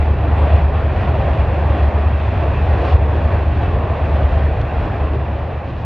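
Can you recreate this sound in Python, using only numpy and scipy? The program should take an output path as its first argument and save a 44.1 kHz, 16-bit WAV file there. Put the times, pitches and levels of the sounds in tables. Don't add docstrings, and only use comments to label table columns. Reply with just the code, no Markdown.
import sys
import numpy as np
from scipy import signal
from scipy.fft import rfft, irfft, next_fast_len
from scipy.io import wavfile
from scipy.ndimage import uniform_filter1d, map_coordinates

SR = 44100
rng = np.random.default_rng(int(sys.argv[2]) if len(sys.argv) > 2 else 0)


def put_to_file(sound):
    columns = np.atleast_2d(sound).T
    safe = np.clip(columns, -1, 1)
    whole_steps = np.round(safe * 32767)
    wavfile.write(sys.argv[1], SR, whole_steps.astype(np.int16))


N = 257984

# t/s, f/Hz
FIRING_PITCH = [(0, 73.6), (2.8, 73.42), (5.85, 73.15)]
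# t/s, level/dB
DRONE_LEVEL = [(0, -11.5), (.2, -20), (.5, -12.5), (1, -21), (1.9, -15), (2.3, -20), (2.9, -16.5),
               (3.95, -19.5), (4.3, -13.5), (4.66, -23.5), (5.15, -18), (5.6, -29.5), (5.85, -24.5)]
# multiple of the crankshaft rate, relative level/dB
ENGINE_ORDERS = [(8, 5), (11, -21.5), (16, -18.5)]
THROB_DB, UNEVEN_DB = 3.5, 0.56
# t/s, length/s, f/Hz, level/dB before wavering
HUMS = [(1.704, 1.5, 215.1, -38), (1.896, 0.48, 66.55, -25), (2.544, 0.44, 68.3, -22.5),
        (2.795, 0.41, 59.9, -21), (3.247, 1.9, 86, -28), (3.249, 2.4, 99.3, -27.5), (4.35, .4, 62.77, -21),
        (4.599, 1.5, 155.2, -37)]

# f/Hz, relative level/dB per Hz
RUMBLE_COLOUR = [(12, -48.5), (22, -34), (32, -19), (40, -8.5), (48, -1), (54, -2.5), (61, -6.5),
                 (68, -2.5), (78, -1.5), (90, -1), (105, -2), (140, -8.5), (178, -17), (212, -15.5),
                 (250, -26), (450, -38), (900, -100)]
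# t/s, level/dB before lurching
SHAKE_LEVEL = [(0, -21.5), (.25, -20.7), (.58, -18.2), (.78, -20.5), (1.15, -18.5), (2.2, -20.5),
               (2.7, -18.8), (3.08, -20), (3.37, -18), (3.8, -19.8), (4.4, -18.9), (5, -21.6),
               (5.85, -24.2)]
LURCH_DB, LURCH_RATE = 1.07, 10
# t/s, peak level/dB
THUMPS = [(.114, -12), (.554, -12), (.636, -11), (1.402, -13), (1.827, -14), (2.072, -11), (2.518, -15),
          (2.601, -15.5), (2.944, -10.5), (3.396, -13), (3.734, -14), (4.469, -15), (5.052, -14.5)]
THUMP_HZ, THUMP_SPREAD, THUMP_S = 76.4, .1, .035

# t/s, roar level/dB, hiss level/dB (both before small trims and wavering)
WAGON_LEVELS = [(0, -25.5, -35.5), (.16, -25.5, -39), (.46, -23, -35.5), (.59, -24, -34.3),
                (.66, -25, -39.5), (.78, -24, -38.5), (.88, -24.5, -37.5), (1.03, -23.5, -34.5),
                (1.17, -24, -37.5), (1.36, -23, -35), (1.46, -24, -37), (1.83, -23, -35.5),
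                (2.05, -24.5, -38), (2.33, -25.7, -35.5), (2.48, -24, -36), (2.68, -23.5, -35),
                (2.86, -21.5, -34), (2.92, -24, -34.5), (2.98, -25, -39), (3.34, -23.5, -35),
                (3.46, -26.5, -38), (3.66, -24.5, -36), (3.8, -25, -39.5), (4.08, -24, -35.5),
                (4.3, -23.5, -37.5), (4.44, -24.5, -36.5), (4.53, -26.5, -38), (4.67, -26, -38),
                (4.84, -24.5, -36), (4.96, -25, -38), (5.08, -27.5, -40.5), (5.4, -28.5, -40.5),
                (5.85, -31, -43.5)]
# f/Hz, relative level/dB per Hz
ROAR_COLOUR = [(100, -31), (200, -5), (290, -2.5), (480, -2.5), (580, -1), (680, -1), (800, -3.5),
               (920, -6.5), (1100, -8.5), (1300, -16.5), (1800, -21), (3000, -49), (6000, -81)]
# f/Hz, relative level/dB per Hz
HISS_COLOUR = [(600, -29.5), (1300, 0), (1600, 4.5), (2150, -1.5), (2600, -2), (3050, -9), (3700, -13),
               (4400, -18), (5200, -25), (6300, -31.5), (8000, -40), (10500, -45.5), (12000, -51),
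               (14000, -72)]
# f/Hz, width setting/Hz, relative level/dB
WHEEL_MODES = [(1625, 130, -9), (1869, 120, 2), (2434, 186, -0.5), (2622, 40, -3.5), (3294, 120, -6.5),
               (4020, 170, -15.5)]
WHEEL_SPREAD, WHEEL_RATE = .015, 5
# f/Hz, width setting/Hz, relative level/dB
GEAR_MODES = [(200, 25, -4.5), (433, 71, -4.5), (602, 125, 3), (1050, 240, -5.5), (1820, 480, -17),
              (2580, 340, -15.5)]
# t/s, strike strength/dB before the gear shapes it
CLANKS = [(.532, 17), (2.215, 14), (2.925, 16), (4.233, 16), (5.135, 13), (5.767, 10)]

# t/s, length/s, f/Hz, level/dB
RINGS = [(0.53, 0.056, 688, -29.5), (1.06, 0.082, 702, -29.5), (1.366, 0.06, 660, -28),
         (1.865, 0.06, 661, -31), (2.54, 0.037, 2470, -41), (2.58, 0.08, 2610, -42.5),
         (2.77, 0.06, 2640, -40.5), (2.705, .02, 1880, -34), (2.902, 0.08, 726, -29.5)]
FLUTTER_DB = 4
WANDER_HZ, WANDER_RATE = 20.5, 84

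# t/s, length/s, level/dB before the grit
SCRAPES = [(.63, .1, -55), (.79, .14, -57), (2.855, .15, -45.3), (2.92, .07, -50.5), (4.33, .18, -54),
           (5.69, .07, -52), (5.8, .1, -53)]
# f/Hz, relative level/dB per Hz
SCRAPE_COLOUR = [(1200, -22), (2600, 4.5), (4200, -3.5), (6000, -16.5), (9500, -37), (13000, -58.5)]
# t/s, length/s, level/dB
SQUEAL = [(.395, .06, -70), (.43, .3, -83)]
# t/s, strength/dB before colouring
TICKS = [(.62, -24), (1.374, -23), (2.84, -22), (4.6155, -10.5), (4.619, -18)]
# f/Hz, gain/dB
TICK_COLOUR = [(300, 0), (1200, 6), (2600, 2), (4100, 1), (5200, -11), (6400, -15), (7500, -34),
               (12000, -54)]

# f/Hz, side minus mid level/dB
STEREO_WIDTH = [(60, -27.5), (87, -32.5), (130, -22.5), (180, -22), (260, -18), (380, -10.5), (560, -14.5),
                (810, -13.5), (1170, -14), (1690, -12.5), (2460, -19), (3560, -10)]
# f/Hz, time to fall by 60 dB/s
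TREE_DECAY = [(100, 0.34), (700, 0.93), (3000, 0.57), (10000, 0.12)]
# f/Hz, gain/dB
AIR_LOSS = [(2500, -0.5), (4500, -4.5), (7000, -25), (12000, -58.5)]
TOP_HZ = 13500


def amp(db):
    return 10 ** (np.asarray(db) / 20)


def unit(x):
    return x / np.sqrt(np.mean(x ** 2) + 1e-20)


def along(points, hz):
    f, value = np.transpose(points)
    return np.interp(np.log(hz + 1), np.log(f + 1), value)


def curves(rows):
    s, *columns = np.transpose(rows)
    return [np.interp(np.arange(N) / SR, s, column) for column in columns]


def wobble(rate):
    knots = rng.standard_normal(int(N * rate / SR) + 4)
    return map_coordinates(knots, [np.arange(N) * rate / SR])


def swell(s, length):
    return np.exp(-(2 * (np.arange(N) / SR - s) / length) ** 2)


def blows(rows):
    s, db = np.transpose(rows)
    return np.bincount(np.round(s * SR).astype(int), amp(db), N)[:N]


def filtered(x, response):
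    m = next_fast_len(N + SR // 2)
    spectrum = rfft(x, m) * response(np.fft.rfftfreq(m, 1 / SR))
    return irfft(spectrum, m)[..., :N]


def colour(points):
    return lambda hz: amp(along(points, hz))


def body(modes):
    def response(hz):
        total = 0
        for centre, width, db in modes:
            damping = 1j * hz * 2 * width
            peak = damping / (centre * centre - hz * hz + damping)
            total = total + amp(db) * peak ** 2
        return total * colour(AIR_LOSS)(hz)
    return response


def patchy(depth_db):
    z = signal.stft(rng.standard_normal((2, N)), nperseg=1024)[2]
    field = rng.standard_normal(z.shape[1:])
    field = uniform_filter1d(field, size=6, axis=0)
    field = uniform_filter1d(field, size=9, axis=1)
    return signal.istft(z * amp(depth_db * unit(field)), nperseg=1024)[1][:, :N]


def spread(pair, response):
    def mid_side(hz):
        return response(hz) * np.array([np.ones_like(hz), amp(along(STEREO_WIDTH, hz))])
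    mid, side = filtered(pair, mid_side)
    return unit(np.array([mid + side, mid - side]))


def trees(x, wet_db):
    hz, t, z = signal.stft(rng.standard_normal((2, SR // 2)), SR, nperseg=256)
    fade = amp(-60 * t / along(TREE_DECAY, hz)[:, None])
    tail = signal.istft(z * fade, SR, nperseg=256)[1]
    tail = tail / np.linalg.norm(tail[0])
    mid, side = signal.fftconvolve(x[None], tail, axes=1)[:, :N]
    return np.array([unit(x + amp(wet_db) * mid), unit(side)])


def diesel(count=8):
    (pitch,), (db,) = curves(FIRING_PITCH), curves(DRONE_LEVEL)
    turns = np.cumsum(pitch / count) / SR
    orders = 0
    for order, level in ENGINE_ORDERS:
        strength = amp(level + 0.33 * wobble(0.86))
        orders = orders + strength * np.sin(2 * np.pi * (round(order) * turns + rng.random()))
    throb = amp(THROB_DB * np.cos(2 * np.pi * turns) + UNEVEN_DB * wobble(16))
    return amp(db) * unit(throb * orders)


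def rumble():
    db, = curves(SHAKE_LEVEL)
    noise = spread(rng.standard_normal((2, N)), colour(RUMBLE_COLOUR))
    return amp(db + LURCH_DB * wobble(LURCH_RATE)) * noise


def wheel_ring(shift):
    return spread(patchy(depth_db=1.5), lambda hz: body(WHEEL_MODES)(hz * (1 + shift)))


def rolling(roar_db, hiss_db):
    roar = amp(roar_db - 0.16 + 0.33 * wobble(13)) * spread(patchy(depth_db=1.4), colour(ROAR_COLOUR))
    hiss = amp(hiss_db - 1.5) * spread(patchy(depth_db=1), colour(HISS_COLOUR))
    large, small = wheel_ring(WHEEL_SPREAD), wheel_ring(-WHEEL_SPREAD)
    turn = wobble(WHEEL_RATE)
    mix = np.cos(turn + np.pi / 4) * large + np.sin(turn + np.pi / 4) * small
    ring = amp(hiss_db - 5.0) * mix
    flicker = amp(0.7 * wobble(90))
    return roar + (hiss + ring) * flicker


def rattle(db, count=220):
    when, size = rng.random((count, 2)).T
    knocks = np.bincount((when * N).astype(int), size ** 2, N)
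    return amp(db - 8.5) * spread(trees(knocks, wet_db=8.5), body(GEAR_MODES))


def thumps():
    t = np.arange(N) / SR
    total = 0
    for (s, db), (detune, phase) in zip(THUMPS, rng.random((len(THUMPS), 2))):
        hz = THUMP_HZ * (1 + THUMP_SPREAD * (2 * detune - 1))
        boom = np.sin(2 * np.pi * (hz * t + phase))
        total = total + amp(db) * swell(s, THUMP_S) * boom
    return total


def flanges(squeal_hz=7754):
    rub = sum(amp(db) * swell(s, length) for s, length, db in SCRAPES)
    grit = amp(1.2 * wobble(90))
    scrape = rub * grit * spread(rng.standard_normal((2, N)), colour(SCRAPE_COLOUR))
    pitch = squeal_hz + 22 * wobble(130)
    note = unit(np.sin(2 * np.pi * np.cumsum(pitch) / SR))
    singing = sum(amp(db) * swell(s, length) for s, length, db in SQUEAL)
    return scrape + singing * note


def ringing_wheels():
    total = 0
    for s, length, hz, db in RINGS:
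        flutter = amp(FLUTTER_DB * wobble(WANDER_RATE))
        pitch = hz + WANDER_HZ * wobble(WANDER_RATE)
        mode = unit(flutter * np.sin(2 * np.pi * np.cumsum(pitch) / SR))
        total = total + amp(db) * swell(s, length) * mode
    return total


def clanks():
    return filtered(blows(CLANKS), body(GEAR_MODES))


def ticks():
    return filtered(blows(TICKS), colour(TICK_COLOUR))


def hum():
    t = np.arange(N) / SR
    total = 0
    for s, length, hz, db in HUMS:
        tone = unit(np.sin(2 * np.pi * (hz * t + rng.random())))
        total = total + amp(db + 1.6 * wobble(2.6)) * swell(s, length) * tone
    return total


def scene():
    roar_db, hiss_db = curves(WAGON_LEVELS)
    low = diesel() + rumble() + thumps() + hum()
    bass = filtered(low, lambda hz: 1 / (1 + (hz / 600) ** 4))
    wheels = rolling(roar_db, hiss_db) + rattle(roar_db)
    wheels = wheels + flanges() + ringing_wheels() + clanks() + ticks()
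    return bass * amp([[.12], [-.12]]) + wheels * amp([[-.27], [.27]])


def record(dry):
    return filtered(dry, lambda hz: hz < TOP_HZ)


dry = scene()
out = record(dry)
put_to_file(out)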